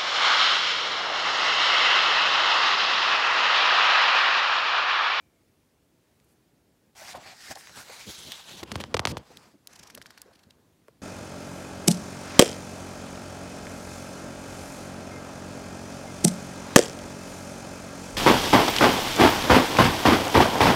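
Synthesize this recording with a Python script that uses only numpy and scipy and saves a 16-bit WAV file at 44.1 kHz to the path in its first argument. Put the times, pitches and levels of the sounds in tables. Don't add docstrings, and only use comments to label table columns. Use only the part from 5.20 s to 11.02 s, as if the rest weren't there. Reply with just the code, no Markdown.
import sys
import numpy as np
from scipy import signal
from scipy.fft import rfft, irfft, next_fast_len
from scipy.io import wavfile
from scipy.ndimage import uniform_filter1d, map_coordinates

SR = 44100
rng = np.random.default_rng(int(sys.argv[2]) if len(sys.argv) > 2 else 0)


def volts_from_db(level):
    exponent = np.asarray(level, float) / 20
    return 10 ** exponent


def persist_wave(psi):
    counts = np.round(np.clip(psi, -1, 1) * 32767).astype(np.int16)
    wavfile.write(sys.argv[1], SR, np.atleast_2d(counts).T)


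N = 256578


def unit(x):
    return x / np.sqrt(np.mean(np.abs(x) ** 2) + 1e-20)


def along(points, hz):
    f, v = np.transpose(points)
    return np.interp(np.log(hz + 1), np.log(f + 1), v)


def peak(f, hz, width_hz):
    return 1j * f * width_hz / (hz * hz - f * f + 1j * f * width_hz)


def filtered(x, response):
    m = next_fast_len(len(x) + 4096)
    return irfft(rfft(x, m) * response(np.fft.rfftfreq(m, 1 / SR)), m)[:len(x)]


def wobble(rate):
    return map_coordinates(rng.standard_normal(int(N * rate / SR) + 4), [np.arange(N) * rate / SR])


def patchy(depth_db, shape=lambda hz, t: 1):
    hz, t, z = signal.stft(rng.standard_normal(N), SR, nperseg=512)
    field = uniform_filter1d(rng.standard_normal(z.shape), size=6, axis=0)
    field = uniform_filter1d(field, size=8, axis=1)
    z = z * volts_from_db(depth_db * unit(field)) * shape(hz[:, None], t)
    return signal.istft(z, SR, nperseg=512)[1][:N]


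def add(track, s, x):
    part = track[round(s * SR):][:len(x)]
    part += x[:len(part)]


# pitch_hz, level_db (per Hz)
ROOM_TONE = [(25, -28), (53, -2.5), (124, 0.3), (300, -2), (1180, -17), (11900, -26), (15700, -28.5),
             (16200, -61)]
# time_s, level_db, pitch_hz
FAR_SQUEAK = [
    (0, -72, 2380),
    (0.1, -79, 2300),
    (0.16, -80, 2200),
    (.3, -82, 2120),
    (.4, -100, 2050),
]
ROOM_DB = -63.5


def room():
    hush = unit(filtered(patchy(0.92), lambda f: volts_from_db(along(ROOM_TONE, f) - along(MICROPHONE, f))))
    s, *cols = np.transpose(FAR_SQUEAK)
    squeak_db, squeak_hz = [np.interp(np.arange(N) / SR, s, c) for c in cols]
    phase = 2 * np.pi * np.cumsum(squeak_hz) / SR
    squeak = (0.74 + wobble(400)) * np.sin(phase)
    return volts_from_db(ROOM_DB + 0.38 * wobble(3.0)) * hush + volts_from_db(squeak_db) * squeak


# start_s, level_db (peak), pitch_hz (air pocket), length_s
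FINGER_PATS = [(1.814, -36, 685, 0.015), (1.948, -31, 630, 0.011), (1.954, -32, 865, 0.014),
               (1.977, -43, 740, 0.012), (2.02, -41, 654, 0.0066), (2.309, -32, 670, 0.0089),
               (2.353, -33.5, 700, 0.028), (2.371, -31, 736, 0.0059), (2.573, -39, 870, 0.0071),
               (2.694, -37.5, 520, 0.011), (2.884, -52, 157, 0.0099), (3.076, -44, 277, 0.012),
               (3.337, -38.5, 248, 0.012), (3.428, -29, 382, 0.012), (3.743, -14, 540, 0.009),
               (3.989, -41, 151, 0.012), (4.103, -41, 404, 0.012), (4.335, -44, 253, 0.024),
               (4.593, -50, 146, 0.017), (4.773, -39.5, 570, 0.017), (5.055, -46.5, 457, 0.017),
               (5.076, -48, 472, 0.021), (5.114, -48.5, 650, 0.0087), (5.682, -39.5, 449, 0.012)]


def pats():
    out, t = np.zeros(N), np.arange(4096) / SR
    for s, db, hz, length in FINGER_PATS:
        push = rng.standard_normal(len(t)) * (t / length) ** 0.58 * np.exp(-3.1 * t / length)
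        puff = filtered(push, lambda f: peak(f, hz, 0.53 * hz) ** 2 + 0.19 * peak(f, 1.93 * hz, hz) ** 2)
        add(out, s, volts_from_db(db - 3.0) * puff / np.max(np.abs(puff)))
    return out


# start_s, level_db (rms), length_s, pitch_hz (centre), edge_db
SHORT_SCRAPES = [
    (1.041, -62, 0.011, 12500, .1),
    (1.08, -72, 0.063, 8900, 5),
    (1.947, -48.5, 0.033, 1100, -35),
    (3.597, -38.5, .024, 2880, -42),
    (3.877, -40, 0.048, 4670, -27),
    (3.973, -45, 0.015, 3950, -23),
    (4.745, -42.5, 0.01, 2960, -11),
    (5.675, -59.5, .006, 1450, -21.5),
]
# start_s, level_db (rms)
FINGER_STUTTER = [(4.526, -49), (4.553, -46.5), (4.588, -46), (4.627, -45.5), (4.667, -48.5), (4.697, -48),
                  (4.773, -51.5), (4.816, -47.5), (4.858, -48.5), (4.901, -50.5), (4.973, -50),
                  (5.128, -60), (5.149, -57.5), (5.187, -59.5), (5.229, -57), (5.299, -60.5)]
SLIP_S, SLIP_HZ, SLIP_SAG_HZ_PER_S, SLIP_EDGE_DB = .015, 5900, 2600, -20.5


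def scrapes():
    out, t = np.zeros(N), np.arange(4096) / SR
    slips = []
    for s, db in FINGER_STUTTER:
        sagged_hz = SLIP_HZ - SLIP_SAG_HZ_PER_S * (s - FINGER_STUTTER[0][0])
        slips.append((s, db, SLIP_S, sagged_hz, SLIP_EDGE_DB))
    for s, db, length, hz, edge_db in SHORT_SCRAPES + slips:
        swell = np.clip(np.minimum(t, length - t) / 0.0071, 0, 1)
        broad = min(1.2, length / .026)

        def colour(f):
            gap = np.abs(peak(f, hz, .35 * hz)) ** 2
            sheet = broad * np.abs(peak(f, 2300, 3500))
            return gap + sheet + volts_from_db(edge_db) * np.abs(peak(f, 12100, 8000)) ** 2
        add(out, s, volts_from_db(db) * swell * unit(filtered(rng.standard_normal(len(t)), colour)))
    return out


# start_s, level_db (peak), pitch_hz (centre), edge_db
EDGE_TICKS = [(0.9993, -49, 3000, -19), (2.166, -41, 5000, -12), (2.355, -28.5, 4500, -15),
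              (2.409, -36.5, 1790, -20), (2.471, -33, 1590, -23), (2.494, -35, 1390, -26),
              (3.119, -17, 3500, -14.5), (3.475, -42, 1900, -26), (4.1706, -27, 3900, -13),
              (4.4717, -23, 4000, -5.5), (4.7, -38.5, 1700, -18), (4.7495, -23.5, 5030, 1),
              (4.775, -33, 1510, -20), (4.815, -30, 1970, -24), (4.858, -33, 1770, -25),
              (4.905, -36.5, 1590, -18), (4.976, -35, 1580, -20), (5.0166, -24, 5000, -0.5),
              (5.3066, -37, 3470, -21), (5.682, -43, 1240, -17), (5.6816, -52, 4790, -12)]
TICK_WIDTH, RATTLE_DB = 1, -13


def ticks():
    out, m = np.zeros(N), 2048
    f, t = np.fft.rfftfreq(m, 1 / SR), np.arange(m) / SR
    chirp = np.exp(-2j * np.pi * (.7 * np.log(f + 300) + f * .001))
    fade = volts_from_db(-60 * np.abs(t - .0016) / 0.012) * (t > .001)
    for s, db, hz, edge_db in EDGE_TICKS:
        colour = np.abs(peak(f, hz, TICK_WIDTH * hz)) ** 2
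        colour = colour + volts_from_db(edge_db) * np.abs(peak(f, 11500, 9600)) ** 2
        crack = irfft(colour * chirp, m)
        rattle = fade * unit(irfft(colour * rfft(rng.standard_normal(m)), m))
        add(out, s, volts_from_db(db) * (crack / np.max(np.abs(crack)) + volts_from_db(RATTLE_DB) * rattle))
    return out


# start_s, level_db (peak), body_db, boom_db, rustle_db (after it)
BUCKLES = [
    (3.4298, -24, -9.5, -13.5, -5),
    (3.49, -44.5, -4.5, -8, -15),
    (3.5164, -15.5, -14, -17.5, -13.5),
    (3.5553, -15.5, -9.5, -9, -14),
    (3.6378, -18.5, -12, -22, -34),
    (3.742, -8.5, -18, -24, -16),
    (3.793, -8, -13.5, -18.5, -18),
    (3.8521, -3.5, -15, -29.5, -20.5),
    (3.8712, -10, -14, -22.5, -15),
    (3.9689, -19.5, -5.5, -11, -14),
]
# start_s, level_db (peak), body_db, boom_db, rustle_db
SECOND_BUCKLES = [
    (3.7441, -10, -8, -18.5, -26.5),
    (3.7671, -13.5, -12, -21, -17),
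    (3.7696, -17.5, -13, -27.5, -16),
    (3.6015, -29.5, -2, -10.5, -18),
]
SNAP_EDGE_DB = -28.5
BOOM_HZ, BOOM_GLIDE_HZ, BOOM_GLIDE_S = 60, 85, .011


def snaps():
    out, m = np.zeros(N), 4096
    f, t = np.fft.rfftfreq(m, 1 / SR), np.arange(m) / SR
    bend = np.exp(-2j * np.pi * (.45 * np.log(f + 150) - 1500 / (f + 300) + f * .001))
    edge = 1 + 0.38 * np.exp(-2j * np.pi * f * 0.00092 - f / 3000)
    glide = BOOM_HZ * t - BOOM_GLIDE_HZ * BOOM_GLIDE_S * np.expm1(-t / BOOM_GLIDE_S)
    gate = np.exp(-t / 0.021) * np.clip((.012 - t) / 0.0067, 0, 1) * np.clip(t / 0.0022 - .6, 0, 1)
    for s, db, body_db, boom_db, rustle_db in [*BUCKLES, *SECOND_BUCKLES]:
        size_db = along([(90, body_db + 8.0), (300, body_db + 15.5), (550, body_db + 20),
                         (1000, body_db + 15.5), (2000, 0), (4500, -2.5),
                         (8000, SNAP_EDGE_DB + 13.0), (16000, SNAP_EDGE_DB - 17.5)], f)
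        chirp = volts_from_db(db + 14.5) * irfft(volts_from_db(size_db) * bend * edge, m)
        thud = np.sin(2 * np.pi * rng.uniform(.85, 1.2) * glide)
        boom = volts_from_db(db + boom_db + 3 - 60 * t / 0.085) * thud * (1 - np.exp(-t / 0.007))
        rustle = filtered(rng.standard_normal(m), lambda hz: peak(hz, 2800, 3500)
                          + volts_from_db(SNAP_EDGE_DB + 11.5) * peak(hz, 19000, 8300))
        add(out, s, chirp + boom + volts_from_db(db + rustle_db) * gate * rustle)
    return out


SWELL_DB, ROUNDNESS = 20.5, 1.8


def swells(rows):
    s, db, rise, fall, offset_db = np.transpose(rows)[:, :, None]
    late = np.arange(0, N / SR + .002, .001) - s
    each = volts_from_db(db - SWELL_DB * np.where(late < 0, -late / rise, late / fall) ** ROUNDNESS)
    total = [np.linalg.norm(each * g, axis=0) for g in (1, volts_from_db(offset_db))]
    return [np.interp(np.arange(N) / SR, late[0] + s[0], g) for g in total]


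# fullest_s, level_db (rub),
# swell_s, fade_s, dryness_db (fizz over rub)
SHEET_RUBS = [(1.80, -50.5, .07, .13, .6), (1.912, -44, 0.13, 0.039, -3), (2.095, -48, 0.16, 0.081, -8.5),
              (2.27, -48, 0.18, .06, -4), (2.313, -40, 0.037, .03, -3), (2.357, -47.5, 0.011, 0.015, -15),
              (2.395, -57.5, 0.059, 0.07, 7), (2.447, -51.5, 0.075, 0.11, -3),
              (2.535, -52.5, 0.056, .04, -3), (2.58, -46, 0.049, 0.11, 0.9), (2.70, -50, 0.079, 0.2, -2),
              (2.82, -46.5, 0.17, 0.076, -4.5), (2.895, -44.5, 0.049, 0.12, -0.4),
              (3.0, -48, 0.13, 0.19, 0), (3.13, -44.5, 0.16, 0.19, -5.5),
              (3.29, -45.5, 0.052, 0.14, -4.5), (3.40, -46.5, .1, 0.035, -4.5),
              (3.56, -51, 0.16, 0.21, -8.5),
    (3.89, -57, 0.28, 0.21, -14),
    (4.13, -61, 0.16, 0.23, -4.5),
    (4.25, -63, 0.14, 0.13, -7.5),
    (4.55, -60.5, 0.11, 0.23, -5.5),
    (4.69, -62, 0.22, 0.22, -10),
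    (4.93, -65, 0.27, .4, -7.5),
    (5.1, -72, 0.19, 0.44, -6),
]
# heaviest_s, level_db (rumble), swell_s, fade_s, pocket_db (over rumble)
HAND_LEANS = [(1.81, -64, 0.08, .1, 12.5), (1.89, -77.5, .08, 0.055, 23.5),
              (1.95, -51.5, 0.032, 0.086, 2.5), (2.09, -54.5, 0.13, 0.091, 6),
              (2.313, -48, 0.026, 0.03, -1), (2.375, -52.5, 0.028, 0.028, 4.5),
              (2.5, -58, 0.039, 0.048, 1.5), (2.58, -57.5, .05, 0.079, 5.5), (2.69, -64.5, .04, 0.21, 9.5),
              (2.891, -46.5, 0.051, 0.034, -24), (3.09, -52.5, .17, 0.057, -7.5),
              (3.34, -51, 0.12, 0.092, -5), (3.42, -46.5, .04, 0.081, -7.5), (3.55, -41, 0.13, 0.23, -11),
              (3.88, -38.5, 0.19, .16, -5.5), (4.13, -59, 0.11, 0.16, -2), (4.25, -66, 0.13, 0.1, 5),
              (4.5, -71, 0.069, .15, 8), (4.65, -63, .15, 0.14, 2.5), (4.778, -56, 0.13, 0.18, -9),
              (5.05, -65.5, 0.38, 0.27, -1.5), (5.35, -68, 0.23, 0.27, -5)]
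# start_s, gap_hz (air gap), gap_db, span_hz (free span), span_db
SHEET_GRIPS = [(1.72, 2360, 0, 4600, 9), (2.15, 1870, 5, 5060, 14.5), (2.52, 1530, 9, 4300, 10.5),
               (2.65, 2320, 11, 4180, 14.5), (2.87, 3270, 10, 4400, 17), (2.96, 3190, 12, 3950, 19),
               (3.42, 1600, -4, 3100, 10), (4.03, 1190, 2.5, 5000, 9), (4.46, 1690, -3, 5700, 11),
               (4.76, 1650, 4, 4360, 10), (5.011, 1614, 11, 4480, 6.5)]
# pitch_hz, level_db (per Hz)
RUB_COLOUR = [(900, -6), (1400, 9.5), (3000, 4), (6500, -5.5), (8000, -7), (11000, -35)]
# pitch_hz, level_db (per Hz)
FIZZ_COLOUR = [(3240, -15), (5500, -6.5), (14500, -15.5), (16100, -7), (16300, -46), (16500, -61)]
# pitch_hz, level_db (per Hz)
RUMBLE_COLOUR = [(18, -34.5), (30, -5.5), (70, -2), (250, -0.1), (516, -8.5), (600, -11.5), (780, -56),
                 (1320, -120)]
# pitch_hz, width_hz, level_db
AIR_POCKET = [
    [(740, 220, 1.5), (1080, 420, -11.5)],
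    [(521, 310, -3), (760, 440, -0.5), (1025, 460, 0)],
]
OPENS_S, RUB_IN_POCKET_DB = 2.45, -14
GAP_WIDTH, SPAN_WIDTH, OVERTONE, OVERTONE_DB = .22, 0.3, 1.6, -4.5
TOUCH_S, TOUCH_RISE_S = 1.748, .006


def gap_colour(hz, t):
    def ring(centre, width, db):
        return volts_from_db(db) * np.abs(peak(hz, centre, width * centre)) ** 2
    gains = []
    for _, gap_hz, gap_db, span_hz, span_db in SHEET_GRIPS:
        gap = ring(gap_hz, GAP_WIDTH, gap_db)
        span = ring(span_hz, SPAN_WIDTH, span_db)
        overtone = ring(OVERTONE * span_hz, SPAN_WIDTH, span_db + OVERTONE_DB)
        gains.append(unit(volts_from_db(along(RUB_COLOUR, hz)) * (1.5 + gap + span + overtone)))
    stage = np.searchsorted([row[0] for row in SHEET_GRIPS[1:]], t)
    return uniform_filter1d(np.hstack(gains)[:, stage], size=7, axis=1)


def pocket_air(modes):
    def colour(f):
        return sum(volts_from_db(db) * np.abs(peak(f, hz, width)) ** 2 for hz, width, db in modes)
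    return unit(filtered(patchy(1.5), colour))


def sliding():
    time = np.arange(N) / SR
    rubbing, fizzing = swells(SHEET_RUBS)
    weight, puffing = swells(HAND_LEANS)
    touch = np.clip((time - TOUCH_S) / TOUCH_RISE_S, 0, 1)
    catch = volts_from_db(0.99 * wobble(60) + 1.12 * wobble(700))
    rub = unit(catch * patchy(1.7, gap_colour))
    fizz = unit(catch * filtered(patchy(3.0), lambda f: volts_from_db(along(FIZZ_COLOUR, f))))
    shut, wide = [pocket_air(modes) for modes in AIR_POCKET]
    pocket = unit(catch * volts_from_db(1.56 * wobble(35)) * np.where(time < OPENS_S, shut, wide))
    low = filtered(rng.standard_normal(N), lambda f: volts_from_db(along(RUMBLE_COLOUR, f)))
    rumble = unit(volts_from_db(4.3 * wobble(25.203)) * low)
    dip_db = sum(-7 * np.exp(-((time - s - .016) / 0.0042) ** 2) for s, db, *_ in BUCKLES if db > -30)
    pocket_gain = np.hypot(puffing, volts_from_db(RUB_IN_POCKET_DB) * rubbing)
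    paper = rubbing * rub + fizzing * fizz + pocket_gain * pocket
    return touch * volts_from_db(dip_db) * paper + weight * rumble


def scene():
    paper = sliding() + snaps() + ticks() + scrapes() + pats()
    return np.tile(paper + room(), (2, 1))


def roll_off(x):
    return signal.sosfilt(signal.butter(12, 16820, fs=SR, output="sos"), x)


# pitch_hz, level_db
MICROPHONE = [(20, -27), (45, -5.5), (70, 1.5), (11000, -0.5), (15000, -5), (16300, -19.5), (16700, -49)]


def record(dry):
    heard = filtered(dry[0], lambda f: volts_from_db(along(MICROPHONE, f)))
    return roll_off(np.tile(heard, (2, 1)))


dry = scene()
out = record(dry)
persist_wave(out)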